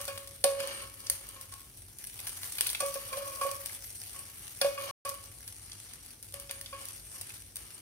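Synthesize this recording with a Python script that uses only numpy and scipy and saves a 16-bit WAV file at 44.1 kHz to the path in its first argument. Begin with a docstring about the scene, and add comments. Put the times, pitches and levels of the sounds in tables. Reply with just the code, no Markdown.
"""Hot oil sizzles and spits in a pan as small fried fish are lifted with tongs onto chili paste in a
wooden mortar. Tiny bubbles make the fizz, bursting water snaps, drops plip and steam squeals from the
fish. The tongs click shut once, and knock and scrape on the pan, which rings with two low notes; the
fish rustle wetly. A close two-port microphone hears it in a small kitchen; the sound cuts out once
for a moment."""
import sys
import numpy as np
from scipy import signal
from scipy.fft import rfft, irfft, next_fast_len
from scipy.io import wavfile
from scipy.ndimage import uniform_filter1d

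SR = 44100
rng = np.random.default_rng(int(sys.argv[2]) if len(sys.argv) > 2 else 0)


def dump(signal):
    """Clip the signal to [-1, 1] and save it as 16-bit WAV at the path in sys.argv[1]."""
    limited = np.clip(np.atleast_2d(signal).T, -1, 1)
    pcm = np.round(limited * 32767).astype(np.int16)
    wavfile.write(sys.argv[1], SR, pcm)


N = 344403
TIME = np.arange(N) / SR

# Sharp dry snaps, water spitting in the oil and one click of the tongs shutting:
# start_s, level_db, body_db, spray_db (both relative to level_db)
DRY_SNAPS = [(0.0141, -25, -23, -26), (0.0536, -26, -17, -23), (0.1768, -33, -3, -27),
             (0.2738, -37, -15, -15), (0.674, -27.5, -14, -21), (1.0991, -12.5, -19.5, -20),
             (1.2893, -34.5, -31, -15.5), (1.412, -35, -19, -15), (1.9864, -33, -31, -20),
             (2.074, -33, -21, -28), (2.2699, -27.5, -11, -17), (2.294, -27, -20, -23),
             (2.433, -28, -8.5, -26), (2.522, -28, -17, -23), (2.584, -23, -13, -26),
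             (2.609, -11.5, -13.5, -21.5), (2.6693, -19.5, -21, -15.5), (2.701, -24, -22, -13),
             (2.7312, -26.5, -12, -18), (2.863, -24.5, -22, -29), (2.9417, -24.5, -29, -24),
             (3.4668, -37, -24, -23), (3.514, -25, -30, -17), (3.66, -23, -19, -23), (3.905, -40, -13, -19),
             (5.0932, -21, -27, -42), (5.4782, -28, -20, -26), (5.9353, -36, -15, -13.5),
             (6.2274, -32, -24, -22), (6.3235, -39, -15, -18), (6.3992, -30.5, -19, -21),
             (6.5111, -25, -15, -16.5), (6.6124, -28.5, -13, -20), (6.8547, -28, -25, -23),
             (6.8864, -30.5, -26, -20), (7.212, -31.5, -16, -14), (7.5578, -27.5, -25, -18.5),
             (7.568, -26, -21, -29)]
# Tongs hitting the pan: start_s, low_note_db, second_note_db, high_modes_db, clack_db,
# decay_ratio, pitch_ratio
TONG_KNOCKS = [(.0, -38, -44, -53, -40, 0.51, 1.016), (.079, -33.5, -44, -45.5, -25.5, 1.34, 1.01),
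               (.44, -16.5, -38, -41, -10, 1.28, 1.01), (.601, -32.5, -61, -40.5, -28, 0.51, 1.02),
               (.63, -38, -52, -59, -37, 0.44, .96), (.82, -45.5, -49, -56, -40, 1.14, 1),
               (1.099, -47, -81, -66, -33, 0.66, 1.01), (1.36, -55, -52, -62, -57, 0.97, 0.98),
               (1.522, -88, -50, -63, -35, .88, .995), (2.803, -35.5, -35, -44, -20.5, 1.35, 1.03),
               (2.822, -23.5, -64, -52, -55, 0.78, 1.012), (2.955, -30, -42, -47.5, -45.5, 0.5, 1.005),
               (3.128, -33, -37, -38, -30, 0.39, 0.98), (3.17, -28, -68, -55, -28.5, 0.57, 1.02),
               (3.412, -30.5, -26, -43, -28, 1, 1.009), (3.45, -27, -44, -58, -55, 0.62, 1.02),
               (4.142, -57, -52, -71, -57, 1.35, 1.01), (4.614, -23, -39.5, -35.5, -13.5, 1.03, 1.012),
               (4.645, -16, -40, -43, -29.5, 0.47, 1.033), (4.775, -54, -35, -40, -54, 0.5, 1.02),
               (4.892, -45.5, -37.5, -55, -44, 0.73, 1.005), (5.05, -32.5, -33.5, -48, -30.5, 0.81, 1.016),
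               (6.336, -43.5, -55.5, -61.5, -44, 1.3, 1.02), (6.495, -45.5, -61, -55.5, -50, 1.9, 1.005),
               (6.727, -39.5, -37.5, -45.5, -56, .6, 1.002), (7.142, -64, -57.5, -72, -54, .7, .98)]


def sizzle(fine_db=-4, crackle_db=0.5, flutter_db=3.06, clump_db=4.5, gain_db=-1, spots=9):
    """At several spots in the oil, countless tiny bubbles fizz and larger ones crackle in clumps."""
    # Tone of the bubbles: freq_hz, gain_db
    fizz_eq = [(100, -30.5), (400, -8.5), (1500, -3), (3000, -1.5), (5200, 0), (8000, 4), (12000, 5),
               (16000, 1)]
    flutter = amp(flutter_db * wander(70))
    bubbles = 0
    for _ in range(spots):
        fizz = amp(fine_db) * grains(2200, spread_db=5.7) * flutter
        crackle = amp(crackle_db) * unit(grains(110, spread_db=7.3) * amp(clump_db * wander(50)))
        bubbles = bubbles + place(fizz + crackle, near_db=19)
    return amp(gain_db) * colour(unit(bubbles), fizz_eq)


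def shimmer(fizz, patch_db=2, frames=14, bins=7):
    """Bubbles crowd in changing sizes: the tone drifts in patches, and finer bubbles sound brighter."""
    # Brightness of the fizz: time_s, lift_db (at 14 kHz)
    brightness = [(0, 1), (1.3, 1.5), (2, 0.5), (3.1, 3), (5.2, 0), (5.7, -7), (6.3, 0.5), (7.1, -3),
                  (7.8, -2)]
    hz, t, spectrum = signal.stft(fizz, SR, nperseg=256)
    patches = uniform_filter1d(rng.standard_normal(spectrum.shape[1:]), frames, axis=1)
    patches = unit(uniform_filter1d(patches, bins, axis=0))
    top_treble = np.clip((hz[:, None] - 9000) / 5000, 0, 1.5)
    tilt_db = np.interp(t, *np.transpose(brightness)) * top_treble
    return signal.istft(spectrum * amp(patch_db * patches + tilt_db), SR, nperseg=256)[1][:, :N]


def snapping(gain_db=8, body_gain_db=9, crossover_hz=5100):
    """Dry snaps, thin or full-bodied: water spits in the oil, and once the tongs click shut."""
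    # Tone of a snap: freq_hz, gain_db
    crack_eq = [(100, -16.5), (400, -3.5), (1500, 5.5), (4500, 7), (7000, 0.5), (9500, 7), (16000, 7)]
    snaps, bodies = np.zeros((2, N))
    for start, db, body_db, spray_db in DRY_SNAPS:
        snap = amp(db) * burst(0.018, spray_db)
        add(snaps, start, snap)
        add(bodies, start, amp(body_db + body_gain_db) * snap)
    highs = signal.lfilter(*signal.butter(3, crossover_hz, "high", fs=SR), snaps)
    lows = signal.lfilter(*signal.butter(3, crossover_hz, fs=SR), bodies)
    return amp(gain_db) * place(colour(highs + lows, crack_eq), near_db=-5)


def plipping():
    """Drops and larger bubbles make wet plips with a brief pitch."""
    # Drops and bubbles: start_s, level_db, pitch_hz, t60_s
    drops = [(1.0676, -29.5, 5640, 0.03), (2.191, -36, 2500, 0.039), (2.586, -24, 2600, 0.019),
             (2.665, -22.5, 3060, 0.032), (2.692, -23.5, 3830, .02), (2.749, -22, 2570, 0.027),
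             (3.696, -36, 2026, 0.017), (5.718, -32.5, 4670, 0.035), (6.4946, -29.5, 3820, 0.018),
             (6.66, -31, 3600, 0.029), (7.303, -37, 2990, 0.042)]
    plips = np.zeros(N)
    for start, db, hz, t60 in drops:
        plip = signal.lfilter(*signal.iirpeak(hz, Q=2, fs=SR), burst(t60, spray_db=-12))
        add(plips, start, amp(db) * plip / abs(plip).max())
    return place(plips, near_db=-4)


def squealing(width_hz=600):
    """Steam whistles briefly out of wet fish: a narrow band of hiss that swells and fades."""
    # Jets of steam: start_s, length_s, pitch_hz, level_db
    jets = [(0.638, 0.25, 8860, -49.5), (3.82, 0.078, 11900, -47), (3.928, 0.13, 8700, -52),
            (5.32, 0.1, 9700, -60), (5.42, 0.12, 11000, -53), (6.494, 0.16, 9450, -55),
            (6.937, 0.29, 8560, -57), (7.358, 0.052, 12000, -62), (7.73, 0.033, 8850, -50)]
    squeals = np.zeros((2, N))
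    for start, length, hz, db in jets:
        hiss = rng.standard_normal((2, SR // 2))[:, :round(length * SR)]
        whistle = signal.lfilter(*signal.iirpeak(hz, hz / width_hz, SR), hiss)
        add(squeals, start, amp(db) * unit(whistle) * np.hanning(whistle.shape[1]))
    return squeals


def pan_ring(family_db, decay_ratio, pitch_ratio, rise_s=0.0031, slosh_depth=0.004, slosh_hz=9):
    """The pan's modes after one blow; the tongs' pressure shortens them, sloshing oil bends the pitch."""
    # The oily pan: pitch_hz, level_db, t60_s, family (0 low note, 1 second note, 2 high modes)
    modes = [(233.5, -28, 0.081, 0), (346, -34.5, 0.1, 0), (491, -19.5, 0.4, 0), (547.8, -3, 0.45, 0),
             (560, -16, 0.14, 0), (612, -21, 0.25, 0), (737, -9, 0.044, 0), (800, -28.5, 0.28, 0),
             (935, -27, .22, 0), (1090, -26, 0.41, 1), (1094, -1, 0.4, 1), (1131, -6.5, 0.39, 1),
             (1420, 8.5, 0.032, 2), (1595, -7, 0.23, 2), (1674, -7, 0.24, 2), (1780, -12.5, 0.13, 2),
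             (2177, -11, 0.55, 2), (2400, 2.5, 0.12, 2), (2448, -7.5, 0.38, 2), (2730, -7.5, 0.22, 2),
             (3310, -4.5, 0.19, 2), (3860, -37.5, 0.065, 2), (4640, -3.5, 0.073, 2), (4910, -4.5, 0.14, 2)]
    t = np.arange(SR * 2 // 3) / SR
    chance = rng.standard_normal((len(modes), 2))
    slosh = slosh_depth * np.sin(2 * np.pi * (slosh_hz * t + rng.random()))
    bent_time = np.cumsum(1 + slosh) / SR
    ring = 0
    for (hz, db, t60, family), (detune, phase) in zip(modes, chance):
        fade = amp(db + family_db[family] - 60 * t / (t60 * decay_ratio))
        tuned_hz = hz * pitch_ratio * (1 + 0.0008 * detune)
        ring = ring + fade * np.sin(2 * np.pi * (tuned_hz * bent_time + phase))
    return ring * (1 - np.exp(-t / rise_s))


def knocking(ring_gain_db=1, clack_gain_db=-1, right_db=1):
    """The tongs hit with a hard clack and the pan rings on; returns the rings and the clacks."""
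    # Tone of a clack: freq_hz, gain_db
    clack_eq = [(100, -24), (400, -9), (750, 2), (1000, 0), (1700, 2), (3500, 1.5), (4700, 7), (7000, -2.5),
                (9200, 7.5), (16000, -0.5)]
    rings, clacks = np.zeros((2, N))
    for start, low_db, second_db, high_db, clack_db, decay_ratio, pitch_ratio in TONG_KNOCKS:
        add(rings, start, pan_ring((low_db, second_db, high_db), decay_ratio, pitch_ratio))
        add(clacks, start, amp(clack_db) * burst(0.022, spray_db=-11.5))
    rings = place(rings, near_db=-18)
    clacks = place(colour(clacks, clack_eq), near_db=4) * amp([[-right_db], [right_db]])
    return amp(ring_gain_db) * rings, amp(clack_gain_db) * clacks


def scraping(gain_db=-3):
    """The tongs stick and slip on the pan floor and keep its modes sounding."""
    slips = grains(500, spread_db=7.3)
    ring = pan_ring((0, -5, -15), decay_ratio=0.38, pitch_ratio=1.002)
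    scrape = signal.oaconvolve(slips, ring)[:N]
    return amp(gain_db) * unit(place(scrape, near_db=-2))


def rustling(clump_db=2):
    """Crisp fish rub and squelch between the tongs."""
    # Tone of the wet rustle: freq_hz, gain_db
    rustle_eq = [(100, -30), (300, -0.5), (800, -4.5), (1600, -5.5), (2600, -1.5), (4000, -6), (7000, -14),
                 (16000, -45)]
    rubs = grains(2200, spread_db=7.6) * amp(clump_db * wander(80))
    return unit(place(colour(rubs, rustle_eq), near_db=0.5))


def handling(jolt_db=-40, jolt_slope=0.32, flare_db=-34.5, flare_slope=0.48, splash_db=4.5):
    """Gain envelopes of the sizzle, the rustle and the scrape; all gestures add up in power."""
    # Steady frying: time_s, level_db
    frying = [(0, -49.5), (.32, -53.5), (1.1, -52), (1.95, -57.5), (2.1, -51.5), (2.5, -43), (3.2, -46),
              (3.8, -48), (4.4, -51), (5.1, -49.5), (5.25, -53), (5.8, -51.5), (6.25, -58.5), (7.0, -51.5),
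              (7.8, -58)]
    # Strokes of the tongs through the pan: start_s, length_s, rustle_db, sizzle_db, scrape_db
    strokes = [(0.562, 0.25, -46, -53.5, -48), (0.954, 0.47, -60.5, -80, -62.5), (2.57, 0.1, -52, -49, -80),
               (3.05, 0.36, -61, -69, -41.5), (3.435, 0.085, -70, -61, -41),
               (3.646, 0.065, -56.5, -52.5, -66), (4.768, .13, -50.5, -48.5, -39.5),
               (5.052, 0.062, -68, -65, -41), (6.762, 0.071, -58.5, -47, -57), (7.08, 0.29, -69, -50, -81)]
    # Pinches of fish let down onto the paste: start_s, length_s, rustle_db, sizzle_db
    servings = [(1.99, 0.33, -80, -51.5), (2.15, .35, -61, -63), (4.07, 0.57, -65.5, -56.5),
                (5.564, 0.57, -66, -58), (7.55, 0.24, -61, -57.5)]
    fizz = amp(np.interp(TIME, *np.transpose(frying))) ** 2
    rustle, scrape = np.zeros((2, N))
    for start, length, rustle_db, sizzle_db, scrape_db in strokes:
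        stroke = swell(length, rise_s=0.032, t60_s=0.26)
        add(rustle, start, stroke * amp(rustle_db) ** 2)
        add(fizz, start, stroke * amp(sizzle_db) ** 2)
        add(scrape, start, stroke * amp(scrape_db) ** 2)
    for start, length, rustle_db, sizzle_db in servings:
        serving = swell(length, rise_s=0.02, t60_s=0.17)
        add(rustle, start, serving * amp(rustle_db) ** 2)
        add(fizz, start, serving * amp(sizzle_db) ** 2)
    jolt = swell(0, rise_s=0.0039, t60_s=0.93)  # knocked fish rustle and settle
    flare = swell(0, rise_s=0.004, t60_s=0.27)  # oil thrown up by a knock or snap fizzes on
    for start, low_db, second_db, _, clack_db, *_ in TONG_KNOCKS:
        force_db = (low_db + second_db) / 2
        add(rustle, start, jolt * amp(jolt_db + jolt_slope * force_db) ** 2)
        add(fizz, start, flare * amp(flare_db + splash_db + flare_slope * clack_db) ** 2)
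    for start, db, *_ in DRY_SNAPS:
        add(fizz, start, flare * amp(flare_db + flare_slope * db) ** 2)
    return np.sqrt([fizz, rustle, scrape])


def rumble(gain_db=-56, width_db=-14):
    """Low steady noise of the kitchen, nearly alike at both ports."""
    # Room tone: freq_hz, gain_db
    rumble_eq = [(20, -33.5), (36, -24.5), (46, 2), (62, 1.5), (76, -7.5), (95, 6.5), (118, -3),
                 (175, -12.5), (300, -13.5), (600, -22.5), (1500, -35.5), (8000, -27.5)]
    size = next_fast_len(N)
    noise = rng.standard_normal(size) + amp(width_db) * rng.standard_normal((2, size))
    gains = amp(read(rumble_eq, np.fft.rfftfreq(size, 1 / SR)))
    return amp(gain_db) * unit(irfft(rfft(noise) * gains, size)[:, :N])


def place(x, near_db, near_t60_s=0.018, lag_samples=5):
    """Direct sound reaches the left port first; the pan wall and tray scatter it."""
    echoes = amp(near_db) * tail([(100, near_t60_s), (16000, near_t60_s)], size=2048)
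    echoes[0, 0] += 1
    echoes[1, lag_samples] += 1
    return signal.oaconvolve(x[None], echoes, axes=1)[:, :N]


def tail(t60_curve, size, density=0.1):
    """Sparse echoes for two ports, energy 1; each band dies in its own time."""
    taps = rng.choice([-1, 1], (2, size)) * (rng.random((2, size)) < density)
    hz, t, spectrum = signal.stft(taps, SR, nperseg=128)
    decay = amp(-60 * t / read(t60_curve, hz)[:, None])
    echoes = signal.istft(spectrum * decay, SR, nperseg=128)[1]
    echoes[:, :SR // 1500] = 0  # gap before the first echo
    return echoes / np.linalg.norm(echoes, axis=1, keepdims=True)


def grains(per_s, spread_db):
    """Random clicks, most small and a few large."""
    at = np.flatnonzero(rng.random(N) < per_s / SR)
    size = rng.standard_normal(N)[at]
    clicks = np.zeros(N)
    clicks[at] = np.sign(size) * amp(spread_db * np.minimum(abs(size), 2.3))
    return unit(clicks)


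def burst(t60_s, spray_db):
    """A sharp front of height 1 and a short dying spray."""
    t = np.arange(SR // 10) / SR
    spray = amp(spray_db - 60 * t / t60_s) * rng.standard_normal(len(t))
    spray[0] = 1
    return spray


def swell(length_s, rise_s, t60_s):
    """Power envelope of one gesture: it rises, holds until length_s and dies away."""
    t = np.arange(2 * SR) / SR
    attack = np.clip(t / rise_s, 0, 1)
    release = amp(-60 * np.maximum(t - length_s, 0) / t60_s)
    return (attack * release) ** 2


def wander(per_s):
    """Random drift of rms 1 that glides to per_s new values a second."""
    turns = rng.standard_normal(2000)
    return unit(np.interp(TIME * per_s, np.arange(len(turns)), turns))


def colour(x, eq, size=4096):
    """Minimum-phase EQ, so clicks keep their sharp front."""
    log_gain = np.log(amp(read(eq, abs(np.fft.fftfreq(size, 1 / SR)))))
    response = np.exp(np.conj(signal.hilbert(log_gain)))
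    taps = np.fft.ifft(response).real[:size // 2]
    return signal.oaconvolve(np.atleast_2d(x), taps[None], axes=1)[:, :N].reshape(x.shape)


def read(curve, hz):
    """Reads a curve on a logarithmic frequency axis."""
    curve_hz, values = np.transpose(curve)
    return np.interp(np.log(hz + 1), np.log(curve_hz + 1), values)


def add(mix, start_s, sound):
    """Mixes a sound in at start_s."""
    part = mix[..., round(start_s * SR):][..., :sound.shape[-1]]
    part += sound[..., :part.shape[-1]]


def amp(db):
    """Decibels to gain."""
    return 10 ** (np.asarray(db) / 20)


def unit(x):
    """Scales to rms 1."""
    return x / np.sqrt(np.mean(x ** 2) + 1e-20)


def scene(noise_send_db=-8, ring_send_db=-12):
    """Oil, fish and tongs together, with the kitchen's short reverb."""
    # Decay of the kitchen: freq_hz, t60_s
    kitchen_decay = [(150, 1), (600, 0.6), (2500, 0.42), (9000, 0.45), (16000, 0.14)]
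    fizz_gain, rustle_gain, scrape_gain = handling()
    rings, clacks = knocking()
    tones = rings + scrape_gain * scraping()
    fizz = shimmer(fizz_gain * sizzle())
    noises = fizz + squealing() + rustle_gain * rustling() + clacks + snapping() + plipping()
    send = amp(noise_send_db) * noises + amp(ring_send_db) * tones
    reverb = signal.oaconvolve(send, tail(kitchen_decay, size=16384), axes=1)[:, :N]
    return tones + noises + reverb + rumble()


def record(dry, mute_from_s=4.911, mute_to_s=5.05, cutoff_hz=15850):
    """The microphone: each port's tone, a moment of silence and a steep low-pass."""
    # Tone of both ports, which resonate near 9 kHz: freq_hz, gain_db
    port_eq = [(20, -1.5), (6000, 1), (7800, -3.5), (8500, 2.5), (9100, 6.5), (10500, 1.5), (13000, 0),
               (15700, -7)]
    # Balance between the ports: freq_hz, left_minus_right_db
    balance = [(100, 1.5), (600, 0), (1100, -1), (1600, 3.5), (3500, -1.5), (5500, 3.5), (8600, 0),
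               (10500, 2.5), (12700, 1), (15500, 7)]
    left, right = colour(dry, port_eq)
    left = colour(left, [(hz, db / 2) for hz, db in balance])
    right = colour(right, [(hz, -db / 2) for hz, db in balance])
    gate = (TIME < mute_from_s) | (TIME > mute_to_s)
    lowpass = signal.firwin(511, cutoff_hz, window=("kaiser", 9), fs=SR)
    return signal.oaconvolve(np.array([left, right]) * gate, lowpass[None], "same")


dry = scene()
out = record(dry)
dump(out)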